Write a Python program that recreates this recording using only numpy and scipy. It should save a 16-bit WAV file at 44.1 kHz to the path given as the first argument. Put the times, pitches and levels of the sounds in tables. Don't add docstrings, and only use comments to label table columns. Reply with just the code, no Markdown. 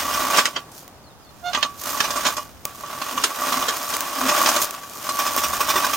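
import sys
import numpy as np
from scipy import signal
from scipy.fft import rfft, irfft, next_fast_len
from scipy.io import wavfile
from scipy.ndimage import map_coordinates

SR = 44100
rng = np.random.default_rng(int(sys.argv[2]) if len(sys.argv) > 2 else 0)


def store_wav(level_fs):
    pcm = np.round(np.clip(np.atleast_2d(level_fs), -1, 1) * 32767)
    wavfile.write(sys.argv[1], SR, pcm.T.astype(np.int16))


N = 262836

# (time [s], effort [dB])
PUSH_EFFORT = [(0, -30.5), (0.1, -28.5), (0.38, -28), (0.5, -41.5), (0.641, -52.5), (1.15, -65.5),
               (1.42, -53.5), (1.6, -42), (1.78, -50), (1.872, -30), (1.949, -33.5), (2.28, -31.5),
               (2.55, -55), (2.7, -47.5), (3.1, -33.5), (3.34, -34.5), (3.48, -27.5), (3.85, -33),
               (4.13, -32), (4.44, -22.5), (4.61, -29.5), (4.7, -38), (4.9, -45.5), (5.2, -31),
               (5.651, -31.5), (5.96, -29)]
# (frequency [Hz], level [dB], t60 [s])
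FRAME_MODES = [(262, -16, 0.063), (333, -19.5, 0.052), (598, -11, 0.091), (864, -12, 0.077),
               (1013, -10.5, 0.12), (1107, -6, 0.13), (1143.6, -5.5, 0.31), (1178, -6, 0.12),
               (1306, -11.5, 0.082), (1427, -10.5, 0.054), (1930, -14, 0.06), (2445, -18.5, 0.2),
               (2890, -23.5, 0.2), (6440, -10.5, 0.054)]
# (centre [s], length [s], hiss [dB])
GRASS_TUFTS = [(0.785, 0.22, -44.5), (1.53, 0.34, -50), (1.89, 0.36, -34), (2.42, 0.14, -43),
               (2.8, 0.2, -48), (3.9, 0.5, -35.5), (4.63, 0.095, -24.5), (4.98, 0.63, -43.5),
               (5.4, 1, -34.5)]
# (time [s], clash [dB], frame ring [dB], bright edge [dB], rise [s])
HANDLE_KNOCKS = [(0.339, -7, -17, -38, 0.01), (0.3704, -10.5, -29, -19, 0.0021),
                 (0.384, 1.5, -10, -13.5, 0.012), (0.4546, -9, -35, -22.5, 0.00054),
                 (0.478, -28, -27, -47, 0.0023), (0.5605, -10.5, -28, -42, 0.0043),
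                 (1.5316, -16, -29, -52, 0.001), (1.5469, -8, -29, -42, 0.0027),
                 (1.5731, -32, -16.5, -55, 0.002), (1.6275, -8, -22, -33, 0.00043),
                 (1.647, -43, -19, -54, 0.002), (2.0024, -7, -24, -20.5, 0.0012),
                 (2.04, -7.5, -18.5, -19, 0.018), (2.105, -20, -21, -24.5, 0.0019),
                 (2.16, -13, -15.5, -21, 0.013), (2.2514, -10.5, -15, -34, 0.0028),
                 (2.264, -7, -15, -16, 0.0084), (2.3667, -21.5, -22, -26.5, 0.0013),
                 (2.38, -33, -18.5, -42, 0.003), (2.8351, -37, -26, -50, 0.002),
                 (2.8598, -30.5, -30, -47, 0.0012), (3.015, -17, -21, -49, 0.003),
                 (3.1762, -15.5, -19.5, -47, 0.0027), (3.2375, -5, -29, -15.5, 0.0015),
                 (3.5257, -13.5, -25, -39.5, 0.0029), (3.6228, -17, -20, -45, 0.0025),
                 (3.682, -5, -31, -20, 0.0051), (3.934, -10.5, -23, -19, 0.0082),
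                 (4.29, -6.5, -15, -18.5, 0.0077), (4.3152, -27, -11.5, -39, 0.002),
                 (4.4586, -8.5, -13.5, -29.5, 0.0011), (4.4861, -18, -23.5, -17.5, 0.0034),
                 (4.562, -13.5, -15, -20.5, 0.002), (4.8321, -33, -33, -40, 0.0015),
                 (5.0897, -16.5, -19, -23.5, 0.0026)]
# (time [s], level [dB])
BLADE_CATCHES = [(0.046, -19), (0.137, -14), (0.203, -15), (5.189, -8.5), (5.262, -11.5), (5.375, -9),
                 (5.436, -8), (5.532, -12.5), (5.605, -6.5), (5.686, -9.5), (5.7, -10), (5.756, -7.5),
                 (5.776, -13.5), (5.844, -8.5), (5.933, -9)]
# (centre [s], length [s], hum [dB])
GROUND_BUMPS = [(0.2, 0.52, -37.5), (3.18, 0.19, -35.5), (3.55, 0.37, -34.5), (4.26, 0.25, -29)]
# (time [s], level [dB])
STEM_SNAPS = [(0.879, -28), (2.185, -22), (2.6533, -7.5), (3.5987, -17), (3.9672, -10.5), (4.007, -8),
              (4.562, -14), (4.619, -7), (4.6448, -10), (4.7088, -14.5), (5.3645, -8)]
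# (time [s], pitch [Hz], level [dB])
PIVOT_GLIDE = [(1.425, 708, -79), (1.443, 703, -38.5), (1.466, 713, -24), (1.488, 710, -23.5),
               (1.503, 720, -30), (1.52, 690, -44)]
# (multiple of the pitch, level [dB])
PIVOT_HARMONICS = [(1, -1), (2, -5.5), (3, -18), (4, -14.5), (5, -9.5), (6, -14), (7, -22.5), (8, -22),
                   (9, -21), (10, -27)]
# (time [s], length [s], start pitch [Hz], end pitch [Hz], level [dB])
BIRD_WHISTLES = [(1.02, .085, 4750, 3900, -54), (1.09, .055, 3900, 3350, -57),
                 (1.215, .04, 5100, 4850, -57), (1.23, .09, 4580, 4120, -52), (1.255, .06, 3480, 3620, -54)]
# (time [s], level [dB])
BREEZE_GUSTS = [(0.0, -44), (0.18, -39), (0.5, -67), (1.15, -49), (2.55, -45), (2.9, -56.5), (4.05, -54),
                (4.75, -69), (5.5, -39.5), (5.96, -50)]

# (frequency [Hz], spectral density [dB])
KNIFE_COLOUR = [(150, -65), (350, -13), (480, -6), (620, 7), (850, 4.5), (1450, 6), (2100, -0.5),
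                (3300, -0.5), (4400, -5), (5400, -1), (6600, -6.5), (8500, -4), (10500, -14.5),
                (16000, -8.5)]
GRASS_COLOUR = [(1000, -12), (4000, 1.5), (6500, 7.5), (9000, 2), (10400, 0.5), (12500, 5), (15000, 4),
                (16000, -7)]
CLASH_COLOUR = [(100, -22), (280, 0), (450, 0.5), (600, 0.5), (900, -0.5), (1450, 6), (2100, -0.5),
                (2600, 1.5), (3500, 2), (4500, -2.5), (6500, -2.5), (8500, -16.5), (10500, -28),
                (16000, -35)]
HANDLE_EDGE_COLOUR = [(2500, -27), (4600, 8), (5350, 14.5), (5900, 6), (6500, 12), (8500, 7.5), (10500, -1),
                      (13200, 2), (14800, -9), (16000, -33)]
BLADE_EDGE_COLOUR = [(2500, -37), (4500, -4), (5350, 16), (6000, 8), (6500, 4.5), (8500, 7.5), (10500, -3),
                     (12500, 5.5), (14800, 7.5), (16000, 7.5)]
RUMBLE_COLOUR = [(40, -26), (100, -22), (140, -14.5), (205, -10), (240, -0.5), (263, 0), (300, 0),
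                 (420, -5.5), (900, -10), (3000, -46)]
TYRE_COLOUR = [(60, -24), (150, -16.5), (232, -13), (264, 7.5), (292, -12.5), (420, -15.5), (900, -12),
               (2500, -60)]
CRACK_COLOUR = [(500, 4), (1200, 3), (2200, 4.5), (4000, -2), (6500, 7), (11000, 0.5), (15000, 8.5)]
AIR_COLOUR = [(40, -12), (80, -3), (170, -3), (280, -5.5), (450, -7), (700, -5.5), (1200, -9),
              (2200, -21.5), (4000, -25.5), (7000, -28), (15500, -32.5)]
BREEZE_COLOUR = [(12, -31), (25, -20), (45, -4), (72, 1.5), (110, -7), (250, -11.5), (600, -38)]

# (frequency [Hz], side minus mid [dB])
MOWER_WIDTH = [(40, -10), (170, -25), (380, -32), (550, 0.5), (800, -17.5), (1100, -6.5), (1500, -8),
               (2000, -15), (3000, -3.5), (7000, -9.5), (14000, -6.5)]
CLANK_WIDTH = [(100, -12), (350, -31), (550, -14), (800, -21), (1300, -13), (2000, -15), (3300, -6.5),
               (5000, -12), (8500, -12), (14000, -11)]
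GARDEN_WIDTH = [(80, -20), (200, -20), (600, -9), (1200, -6), (2200, -2), (4000, 5), (15000, 3)]
BREEZE_WIDTH = [(30, 0.39), (200, 0.23)]
# (frequency [Hz], left minus right [dB])
MOWER_LEAN = [(60, -1), (110, -6), (200, -1.0), (380, -2.5), (700, -4), (1290, -2.5), (2380, -3.5),
              (4400, -4.5), (8120, 0), (15000, 0)]
# (time [s], left minus right [dB])
MOWER_SWING = [(0.0, -7), (0.9, -8.5), (1.25, -19), (1.55, -9), (4.86, -6), (5.96, -8)]


def reel(top_passes_per_s=85, rattle_db=1.0, scrape_db=1.5, hiss_db=-3, tuft_db=2, crackle=0.47, grit=0.18):
    effort, = curves(PUSH_EFFORT)
    speed = amp(0.4 * (np.maximum(effort, -55) - effort.max()))
    passes = blade_passes(top_passes_per_s * speed, spread_db=2.6)
    whirr = unit(3.1 + bursts(passes, t60=0.08))
    stems = bursts(contacts(rate=150, scatter=1, spread_db=5.5), t60=0.006)
    nicks = bursts(contacts(rate=110, scatter=1, spread_db=4), t60=0.012)
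    rattle = amp(rattle_db) * push_gain(1.13) * unit(frame_ring(passes, damping=47))
    scrape_gain = amp(effort + scrape_db + 1.87 * wobble(25))
    scrape = scrape_gain * unit(whirr + grit * nicks) * noise(KNIFE_COLOUR, MOWER_WIDTH)
    hiss_gain = np.hypot(amp(hiss_db) * push_gain(0.99), amp(tuft_db) * swells(GRASS_TUFTS))
    hiss_gain *= amp(1.2 * wobble(40))
    hiss = hiss_gain * unit(whirr + crackle * stems) * noise(GRASS_COLOUR, MOWER_WIDTH)
    return rattle + scrape + hiss


def blade_passes(rate, spread_db):
    blades_passed = np.cumsum(rate) / SR
    k = np.arange(int(blades_passed[-1]))
    late, hard = rng.standard_normal((len(k), 2)).T
    times = np.interp(k + 0.2 * late, blades_passed, np.arange(N) / SR)
    return np.column_stack([times, amp(spread_db * np.clip(hard, -2, 2))])


def push_gain(slope):
    effort, = curves(PUSH_EFFORT)
    usual = np.median(effort)
    return amp(usual + slope * (effort - usual))


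def frame_ring(blows, damping, vary_db=2, width=0.069):
    hz, db, t60 = np.transpose(FRAME_MODES)
    t, out = np.arange(SR // 4) / SR, np.zeros((2, N))
    attack = 1 - np.exp(-t / 0.00075)
    modes = attack * np.exp((2j * np.pi * hz - np.log(1000) / t60)[:, None] * t)
    modes = np.vstack([modes.real, modes.imag])
    times, effort = np.transpose(PUSH_EFFORT)
    for s, strength in blows:
        levels = amp(db + vary_db * rng.standard_normal(len(hz)))
        mid, side = np.exp(2j * np.pi * rng.random((2, len(hz))))
        side = side * np.minimum(width * hz / 1500, 0.7)
        ears = levels * np.array([mid + side, mid - side])
        ring = np.hstack([ears.real, ears.imag]) @ modes
        rubbing = amp(np.interp(s, times, effort) - effort.max())
        add(out, s, strength * np.exp(-damping * rubbing * t) * ring)
    return out


def handle():
    return clanks(HANDLE_KNOCKS, HANDLE_EDGE_COLOUR, width_db=6.5)


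def high_blade(ring_db=-7, edge_db=-7, rise_s=0.0072):
    blows = [(s, db, db + ring_db, db + edge_db, rise_s) for s, db in BLADE_CATCHES]
    return clanks(blows, BLADE_EDGE_COLOUR, width_db=-4)


def clanks(blows, edge_colour, width_db, t60=0.1, clash_db=-10, ring_db=-1, edge_db=-2):
    t, out = np.arange(-SR // 25, SR // 4) / SR, np.zeros((2, N))
    after = np.maximum(t, 0)
    pre_rattle = amp(-16.5) * np.exp(-np.abs(t) / 0.016)
    decay = fade(after, t60) + 0.77 * fade(after, 0.033)
    chatter = unit(amp(0.24 * wobble(300)))
    padding = ((0, 0), (0, len(t)))
    clash = np.pad(chatter * noise(CLASH_COLOUR, CLANK_WIDTH), padding)
    edge = np.pad(chatter * noise(edge_colour, CLANK_WIDTH), padding)
    for s, db, _, bright_db, rise_s in blows:
        span = round((s + t[0]) * SR) + np.arange(len(t))
        steel = amp(db + clash_db) * clash[:, span] + amp(bright_db + edge_db) * edge[:, span]
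        steel = steel_resonances(steel, depth_db=4.0)
        mid = steel.mean(axis=0)
        envelope = pre_rattle + decay * (1 - np.exp(-after / rise_s))
        add(out, s + t[0], envelope * (mid + amp(width_db) * (steel - mid)))
    return out + frame_ring([(s, amp(db + ring_db)) for s, _, db, _, _ in blows], damping=23)


def steel_resonances(x, depth_db):
    spectrum = rfft(x)
    ripple = signal.fftconvolve(rng.standard_normal(spectrum.shape[-1]), np.hanning(81), "same")
    peaks = amp(depth_db * unit(ripple))
    return irfft(spectrum * unit(peaks), x.shape[-1])


def wheels(rumble_db=-12, hum_db=-1):
    rumble = amp(rumble_db + 0.5 * wobble(22)) * push_gain(0.78) * noise(RUMBLE_COLOUR, MOWER_WIDTH)
    hum = amp(hum_db) * swells(GROUND_BUMPS) * noise(TYRE_COLOUR, MOWER_WIDTH)
    return rumble + hum


def stem_snaps(snap_db=-1, tail_db=-28, ring_db=-22):
    envelope, t = np.zeros(N), np.arange(SR // 10) / SR
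    for s, db in STEM_SNAPS:
        add(envelope, s, amp(db + snap_db) * (fade(t, 0.0093) + amp(tail_db) * fade(t, 0.29)))
    cracks = envelope * noise(CRACK_COLOUR, MOWER_WIDTH)
    return cracks + frame_ring([(s, amp(db + ring_db)) for s, db in STEM_SNAPS], damping=47)


def pivot_squeak(brighten=0.14, jitter=0.02, rough_db=3):
    pitch, db = curves(PIVOT_GLIDE)
    t, tone = np.arange(N) / SR, np.zeros(N)
    phase = 2 * np.pi * np.cumsum(pitch * (1 + jitter * wobble(400))) / SR
    for k, level in PIVOT_HARMONICS:
        flutter = rough_db * np.log10(k) * wobble(150)
        tilt = brighten * (k - 5) * (db - db.max())
        tone += amp(level + flutter + tilt) * np.sin(k * phase + 2 * np.pi * rng.random())
    gate = (t > PIVOT_GLIDE[0][0]) & (t < PIVOT_GLIDE[-1][0])
    return amp(db) * tone * gate


def bird():
    call = np.zeros(N)
    for s, length, start_hz, end_hz, db in BIRD_WHISTLES:
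        glide = np.linspace(start_hz, end_hz, int(length * SR))
        whistle = np.sin(2 * np.pi * np.cumsum(glide) / SR)
        add(call, s, amp(db) * signal.windows.tukey(len(glide)) * whistle)
    return call * (0.5 + 0.71 * np.array([wobble(170), wobble(150)]))


def garden_air(air_db=-47, breeze_db=-3):
    gust_db, = curves(BREEZE_GUSTS)
    air = amp(air_db + 2.0 * wobble(3.61)) * noise(AIR_COLOUR, GARDEN_WIDTH)
    return air + amp(gust_db + breeze_db) * noise(BREEZE_COLOUR, BREEZE_WIDTH)


def contacts(rate, scatter, spread_db):
    k = np.arange(int(rate * N / SR))
    late, hard = rng.standard_normal((len(k), 2)).T
    return np.column_stack([(k + scatter * late) / rate, amp(spread_db * np.clip(hard, -2, 2))])


def bursts(blows, t60):
    envelope, t = np.zeros(N), np.arange(SR // 16) / SR
    for s, strength in blows:
        add(envelope, s, strength * fade(t, t60))
    return unit(envelope)


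def swells(rows):
    gain = np.zeros(N)
    for s, length, db in rows:
        add(gain, s - length / 2, amp(db) * np.hanning(int(length * SR)))
    return gain


def noise(colour, width):
    white = rng.standard_normal((2, N))
    mid, side = filtered(white, lambda hz: amp(along(colour, hz) + [0 * hz, along(width, hz)]))
    return unit(np.array([mid + side, mid - side]))


def filtered(x, response):
    size = next_fast_len(N + 8192)
    return irfft(rfft(x, size) * response(np.fft.rfftfreq(size, 1 / SR)), size)[..., :N]


def along(points, hz):
    f, v = np.transpose(points)
    return np.interp(np.log(hz + 1), np.log(f + 1), v)


def curves(rows):
    s, *columns = np.transpose(rows)
    return [np.interp(np.arange(N) / SR, s, column) for column in columns]


def wobble(rate):
    return map_coordinates(rng.standard_normal(int(N * rate / SR) + 4), [np.arange(N) * rate / SR])


def fade(t, t60):
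    return np.exp(-np.log(1000) * t / t60)


def add(track, s, sound):
    start = max(round(s * SR), 0)
    part = track[..., start:start + sound.shape[-1]]
    part += sound[..., :part.shape[-1]]


def amp(db):
    return 10 ** (np.asarray(db) / 20)


def unit(x):
    return x / np.sqrt(np.mean(x ** 2) + 1e-20)


def scene():
    ears = np.array([[0.5], [-0.5]])
    swing_db, = curves(MOWER_SWING)
    mower = reel() + wheels() + handle() + high_blade() + stem_snaps() + pivot_squeak()
    mower = filtered(mower, lambda hz: amp(ears * along(MOWER_LEAN, hz)))
    return mower * amp(ears * (swing_db - swing_db.mean())) + bird() + garden_air()


def record(dry, notch_hz=7900, notch_width_hz=130, top_hz=15950):
    notch = lambda hz: (notch_hz ** 2 - hz ** 2) / (notch_hz ** 2 - hz ** 2 + 2j * hz * notch_width_hz)
    return filtered(dry, lambda hz: notch(hz) * (hz < top_hz))


dry = scene()
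out = record(dry)
store_wav(out)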